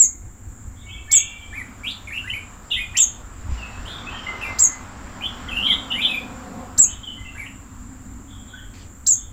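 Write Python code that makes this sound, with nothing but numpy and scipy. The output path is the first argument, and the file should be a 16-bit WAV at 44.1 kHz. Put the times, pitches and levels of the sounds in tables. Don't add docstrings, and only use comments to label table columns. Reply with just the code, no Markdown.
import sys
import numpy as np
from scipy import signal
from scipy.fft import rfft, irfft
from scipy.io import wavfile
from scipy.ndimage import uniform_filter1d, map_coordinates

SR = 44100
rng = np.random.default_rng(int(sys.argv[2]) if len(sys.argv) > 2 else 0)


def how_loud(loudness_db):
    steps = np.asarray(loudness_db, float) / 20
    return 10 ** steps


def dump_mix(stems):
    frames = np.atleast_2d(stems).T
    limited = np.clip(frames, -1, 1)
    pcm = np.round(limited * 32767).astype(np.int16)
    wavfile.write(sys.argv[1], SR, pcm)


N = 411012

# [t/s, length/s, start f/Hz, end f/Hz, start level/dB]
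FAR_GLIDES = [(-.04, 0.069, 2350, 2035, -54), (0.758, 0.0696, 3460, 3607, -60),
              (0.824, 0.16, 2234, 2265, -54.5), (0.865, 0.0646, 2896, 3311, -47.5),
              (0.887, 0.106, 2595, 2610, -54.5), (1.074, 0.0478, 1709, 1878, -50),
              (1.093, 0.0986, 2204, 2385, -41.5), (1.126, 0.0456, 3511, 3101, -33),
              (1.135, 0.0827, 2697, 2781, -40), (1.26, 0.262, 2350, 2335, -53),
              (1.391, 0.0421, 3210, 3188, -47.5), (3.572, 0.0783, 2940, 2539, -48.5),
              (4.066, 0.0397, 2525, 2796, -42), (4.093, 0.1056, 3113, 3060, -50),
              (4.13, 0.018, 1870, 1824, -41), (4.234, 0.0496, 2951, 2835, -48.5),
              (3.878, 0.086, 3400, 3523, -48), (4.263, 0.0812, 2079, 2037, -43.5),
              (4.457, 0.091, 2074, 2076, -42), (4.593, 0.135, 2069, 2033, -52),
              (5.461, 0.0183, 1807, 2050, -46.5), (6.834, 0.082, 2350, 3538, -49.5),
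              (7.03, 0.0956, 3279, 2971, -49), (7.164, 0.117, 2053, 2053, -55),
              (7.241, 0.0717, 2769, 2574, -50), (8.273, 0.135, 3421, 3211, -62),
              (8.476, 0.146, 3534, 3129, -60), (8.526, 0.0603, 1410, 1841, -50.5),
              (9.14, 0.127, 3380, 3432, -65.5)]
# [t after onset/s, nominal f/Hz, level re chip level/dB]
CHIP_TRACK = [(0, 3547, -33.5), (.009, 7320, -6.5), (0.016, 7500, -11), (0.028, 7642, -3.5),
              (0.046, 7040, -9.5), (0.072, 6365, -12), (0.087, 6275, -49)]
# [t/s, chip level/dB]
CHIP_ONSETS = [(-.021, -6.5), (1.111, -7), (2.966, -7), (4.585, -7.5), (6.776, -7.5), (9.063, -7.5)]
# [f/Hz, relative level/dB]
HISS_SPECTRUM = [(2500, -25), (3800, -17), (8500, -1.5), (11000, -27), (14500, -11.5)]
# [f/Hz, gain/dB]
FOLIAGE_FILTER = [(1800, -2.5), (3000, 0)]
# [f/Hz, relative level/dB]
RUMBLE_SPECTRUM = [(22, 1), (34, 4.5), (105, 4), (135, -13), (330, -14.5), (500, -27.5), (2200, -31),
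                   (3500, -67)]
# [f/Hz, relative level/dB]
TYRE_SPECTRUM = [(250, -5.5), (400, -9), (1290, -2), (2000, -11), (4000, -21), (6000, -23), (11000, -81.5)]
# [f/Hz, relative level/dB]
DRONE_SPECTRUM = [(130, -17), (200, -1), (270, 0), (450, -50.5)]
# [t/s, tyre level/dB, drone level/dB]
TRAFFIC_LEVELS = [(0, -60.5, -52.5), (1.4, -51.5, -55), (1.7, -47.5, -47.5), (3.35, -48.5, -53),
                  (3.55, -42, -45), (4.5, -35.5, -49.5), (4.85, -43, -48.5), (5.6, -38.5, -39),
                  (6.7, -45, -40.5), (7, -48.5, -48.5), (7.8, -51, -43.5), (9.32, -56, -51.5)]
# [f/Hz, relative level/dB]
INSECT_SPECTRUM = [(4000, -67), (5200, -31), (6300, -18), (7300, 2), (8400, -18.5), (11000, -32),
                   (11800, -72.5), (13200, -49), (14000, -15.5), (15600, -26)]
# [t/s, length/s, start f/Hz, bend f/Hz, end f/Hz, peak level/dB]
BENT_NOTES = [(1.525, 0.094, 1583, 2464, 1915, -36.5), (2.107, 0.078, 1604, 2694, 2892, -29),
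              (2.323, 0.0533, 1900, 2444, 2186, -33), (2.78, 0.0477, 2350, 2464, 2462, -31.5),
              (2.94, 0.066, 1518, 2835, 3706, -26), (5.209, 0.0648, 2200, 3136, 3242, -29.5),
              (5.485, .11, 3200, 2543, 2941, -28), (2.704, 0.0445, 3300, 3620, 2980, -28),
              (5.902, 0.0455, 2900, 2924, 2956, -28), (7.35, 0.1, 1495, 2381, 1826, -37.5)]
# [t/s, length/s, start f/Hz, end f/Hz, peak level/dB]
UPWARD_FLICKS = [(1.834, .085, 2160, 4286, -34), (3.852, 0.085, 2830, 4638, -47.5)]
# [t/s, length/s, start f/Hz, end f/Hz, peak level/dB]
ONE_WAY_SLURS = [(2.072, 0.0137, 2620, 1864, -38), (2.231, 0.0547, 1433, 2070, -37.5),
                 (2.276, 0.0334, 2392, 3048, -34), (2.71, 0.0317, 2976, 2579, -30),
                 (2.762, 0.023, 1947, 2186, -25.5), (4.413, 0.0387, 2837, 2304, -28.5),
                 (5.597, 0.1373, 2875, 3510, -24.5), (5.644, 0.0262, 3386, 3735, -30),
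                 (5.671, 0.0574, 2356, 2009, -34), (5.915, 0.0091, 3772, 3527, -34.5),
                 (5.939, 0.075, 1865, 2700, -32.5), (6.006, 0.0278, 3556, 3772, -29),
                 (6.012, 0.061, 2975, 3648, -24), (6.083, 0.068, 2613, 2417, -29.5),
                 (7.447, 0.0148, 1946, 2890, -37)]
# [f/Hz, gain/dB]
NEAR_TONE_FILTER = [(2700, -2), (3450, 0), (4500, -12.5), (8500, -20), (10500, 2), (12500, -10.5),
                    (14000, -15)]
# [t/s, level/dB]
THUMP_HITS = [(3.492, -24), (3.52, -18.5)]
# [t/s, length/s, level/dB]
RUSTLE_BURSTS = [(3.505, 0.22, -52), (8.735, 0.167, -51.5)]
# [f/Hz, relative level/dB]
GROWL_SPECTRUM = [(400, -17), (520, 0), (620, -25), (730, 0.5), (880, -16), (1050, -6), (1400, -43.5)]
# [t/s, level/dB]
LOAD_LEVELS = [(5.1, -64), (5.5, -49), (6.65, -41.5), (6.88, -65.5)]

# (peak time as share of length, start level re peak/dB, end level re peak/dB)
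RISING, FALLING = (0.79, -10.5, -3), (0.2, -1.8, -1)
BENT, FLICKED = (0.38, -6.5, -0.44), (0.41, -4, -7.5)
RISE_SHARE_AT_PEAK = 0.72
SLUR_ECHO_DB, FLICK_ECHO_DB, BENT_ECHO_DB = 5.5, 9.5, 3
STEP_RATE_HZ, STEP_FLATNESS = 70, 0.9


def unit(x):
    return x / np.sqrt(np.mean(x ** 2) + 1e-20)


def coloured(x, spectrum):
    f_hz, gain_db = np.transpose(spectrum)
    bins_hz = np.fft.rfftfreq(len(x), 1 / SR)
    gain = how_loud(np.interp(np.log(bins_hz + 1), np.log(f_hz + 1), gain_db))
    return irfft(rfft(x) * gain, len(x))


def add(track, sound, t_s):
    i = round(t_s * SR)
    sound = sound[max(-i, 0):][:len(track) - max(i, 0)]
    track[max(i, 0):][:len(sound)] += sound


def wobble(size, rate_hz):
    knots = rng.standard_normal(int(size * rate_hz / SR) + 4)
    return map_coordinates(knots, [np.arange(size) * rate_hz / SR])


def rush(spectrum, patchy_db, size=N):
    z = signal.stft(rng.standard_normal(size + 2048), nperseg=512)[2]
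    patches = uniform_filter1d(rng.standard_normal(z.shape), size=6, axis=0)
    patches = uniform_filter1d(patches, size=14, axis=1)
    x = signal.istft(z * how_loud(patchy_db * unit(patches)), nperseg=512)[1]
    return unit(coloured(x, spectrum)[:size])


def whistle(track, overtones_db, warble, flutter_db, edge_s, stepped=0):
    t_s, f_hz, level_db = np.transpose(sorted(track))
    t = np.arange(t_s[0], t_s[-1] + edge_s, 1 / SR)
    step_w = 2 * np.pi * STEP_RATE_HZ
    glide_hz = np.interp(t + stepped * np.sin(step_w * t) / step_w, t_s, f_hz)
    strain = (np.minimum(glide_hz, 3700) / 3000) ** 4
    pitch_hz = glide_hz * (1 + warble * strain * wobble(len(t), rate_hz=330))
    phase = 2 * np.pi * np.cumsum(pitch_hz) / SR
    tone = np.sin(phase)
    for harmonic, db in enumerate(overtones_db, start=2):
        tone = tone + how_loud(db) * np.sin(harmonic * phase)
    ends = np.clip(np.minimum(t - t[0], t[-1] - t) / edge_s, 0, 1)
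    flutter = flutter_db * wobble(len(t), rate_hz=128.4)
    envelope = ends * how_loud(np.interp(t, t_s, level_db) + flutter)
    return np.sqrt(2) * tone * envelope, envelope


def scatter(x, level_db, t60_s):
    t = np.arange(SR // 2) / SR
    tail = signal.fftconvolve(x, rng.standard_normal(len(t)) * how_loud(-60 * t / t60_s))
    share = np.linalg.norm(x) / np.linalg.norm(tail)
    return how_loud(level_db) * share * coloured(tail, FOLIAGE_FILTER)


def echoes(x, wet_db, t60_s, far_db, far_t60_s):
    direct = np.pad(x, (0, SR // 2 - 1))
    return direct + scatter(x, wet_db, t60_s) + scatter(x, far_db, far_t60_s)


def far_glides():
    out = np.zeros(N)
    for t_s, length_s, from_hz, to_hz, level_db in FAR_GLIDES:
        track = [(0, from_hz, level_db), (length_s, to_hz, level_db - 1.5)]
        call, _ = whistle(track, [], warble=0.02997, flutter_db=5, edge_s=0.005)
        add(out, echoes(call, wet_db=6.5, t60_s=0.461, far_db=0.5, far_t60_s=0.82), t_s)
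    return out


def chips():
    out, t = np.zeros(N), np.arange(SR // 20) / SR
    for t_s, chip_db in CHIP_ONSETS:
        bend = 1 + 0.0068 * rng.standard_normal()
        track = [(u, f_hz * bend, db + chip_db) for u, f_hz, db in CHIP_TRACK]
        call, _ = whistle(track, [-33], warble=0.00064, flutter_db=2.0, edge_s=0.00072)
        add(out, echoes(call, wet_db=2.0, t60_s=0.1487, far_db=-6, far_t60_s=0.297), t_s)
        swell = np.sin(np.pi * np.clip(t / 0.0283, 0, 1))
        burst = swell * rush(HISS_SPECTRUM, patchy_db=8.0, size=len(t))
        add(out, how_loud(chip_db - 19.0) * burst, t_s)
    return out


def rumble():
    level_db = -39.5 + 0.5 * wobble(N, rate_hz=3.037)
    return how_loud(level_db) * rush(RUMBLE_SPECTRUM, patchy_db=2.0)


def vehicle():
    t_s, tyre_db, drone_db = np.transpose(TRAFFIC_LEVELS)
    t = np.arange(N) / SR
    tyres = how_loud(np.interp(t, t_s, tyre_db)) * rush(TYRE_SPECTRUM, patchy_db=1.5)
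    drone = how_loud(np.interp(t, t_s, drone_db)) * rush(DRONE_SPECTRUM, patchy_db=1.5)
    return tyres + drone


def insects():
    return how_loud(-51.5) * rush(INSECT_SPECTRUM, patchy_db=1.5)


def swelling_track(length_s, from_hz, peak_hz, to_hz, peak_db, swell):
    share, start_db, end_db = swell
    start = (0, from_hz, peak_db + start_db)
    peak = (share * length_s, peak_hz, peak_db)
    return [start, peak, (length_s, to_hz, peak_db + end_db)]


def near_notes():
    for t_s, length_s, from_hz, bend_hz, to_hz, db in BENT_NOTES:
        yield t_s, swelling_track(length_s, from_hz, bend_hz, to_hz, db, BENT), BENT_ECHO_DB
    for t_s, length_s, from_hz, to_hz, db in UPWARD_FLICKS:
        peak_hz = from_hz + FLICKED[0] * (to_hz - from_hz)
        yield t_s, swelling_track(length_s, from_hz, peak_hz, to_hz, db, FLICKED), FLICK_ECHO_DB
    for t_s, length_s, from_hz, to_hz, db in ONE_WAY_SLURS:
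        swell, covered = (RISING, RISE_SHARE_AT_PEAK) if to_hz > from_hz else (FALLING, FALLING[0])
        peak_hz = from_hz + covered * (to_hz - from_hz)
        yield t_s, swelling_track(length_s, from_hz, peak_hz, to_hz, db, swell), SLUR_ECHO_DB


def near_song():
    out = np.zeros(N)
    for t_s, track, echo_db in near_notes():
        tone, envelope = whistle(track, [-25.5, -44.0, -33, -24.0], warble=0.0379, flutter_db=4.0,
                                 edge_s=0.0012, stepped=STEP_FLATNESS)
        breath = envelope ** 0.251 * rush(HISS_SPECTRUM, patchy_db=-0.5, size=len(tone))
        call = coloured(tone + how_loud(-40.0) * breath, NEAR_TONE_FILTER)
        add(out, echoes(call, wet_db=echo_db, t60_s=0.2163, far_db=echo_db - 6, far_t60_s=0.467), t_s)
    return out


def thumps():
    out, t = np.zeros(N), np.arange(SR // 2) / SR
    thud = np.sin(2 * np.pi * 66 * t) * how_loud(-60 * t / 0.106)
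    ring = 0.88 * np.sin(2 * np.pi * 58 * t) * how_loud(-60 * t / 0.5)
    for t_s, level_db in THUMP_HITS:
        add(out, -how_loud(level_db) * (thud + ring), t_s)
    return out


def rustles():
    out, t = np.zeros(N), np.arange(SR // 2) / SR
    leaves = rush([(800, -38.5), (2000, 6.5), (6000, 0), (12000, -23.5)], patchy_db=2)
    for t_s, length_s, level_db in RUSTLE_BURSTS:
        swell = np.clip(t / 0.0036, 0, 1) * np.clip(2 - 2 * t / length_s, 0, 1)
        add(out, how_loud(level_db) * swell * leaves[round(t_s * SR):][:len(t)], t_s)
    return out


def growl():
    level_db = np.interp(np.arange(N) / SR, *np.transpose(LOAD_LEVELS))
    return how_loud(level_db) * rush(GROWL_SPECTRUM, patchy_db=1.0)


def scene():
    birds = far_glides() + chips() + near_song()
    background = rumble() + vehicle() + insects() + growl()
    return (birds + background + thumps() + rustles())[None]


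def low_pass(x):
    return signal.sosfilt(signal.butter(12, 15730, fs=SR, output="sos"), x)


def record(dry):
    ceiling = 0.74
    limited = dry / (1 + np.abs(dry / ceiling) ** 8) ** (1 / 8)
    return low_pass(limited)


dry = scene()
out = record(dry)
dump_mix(out)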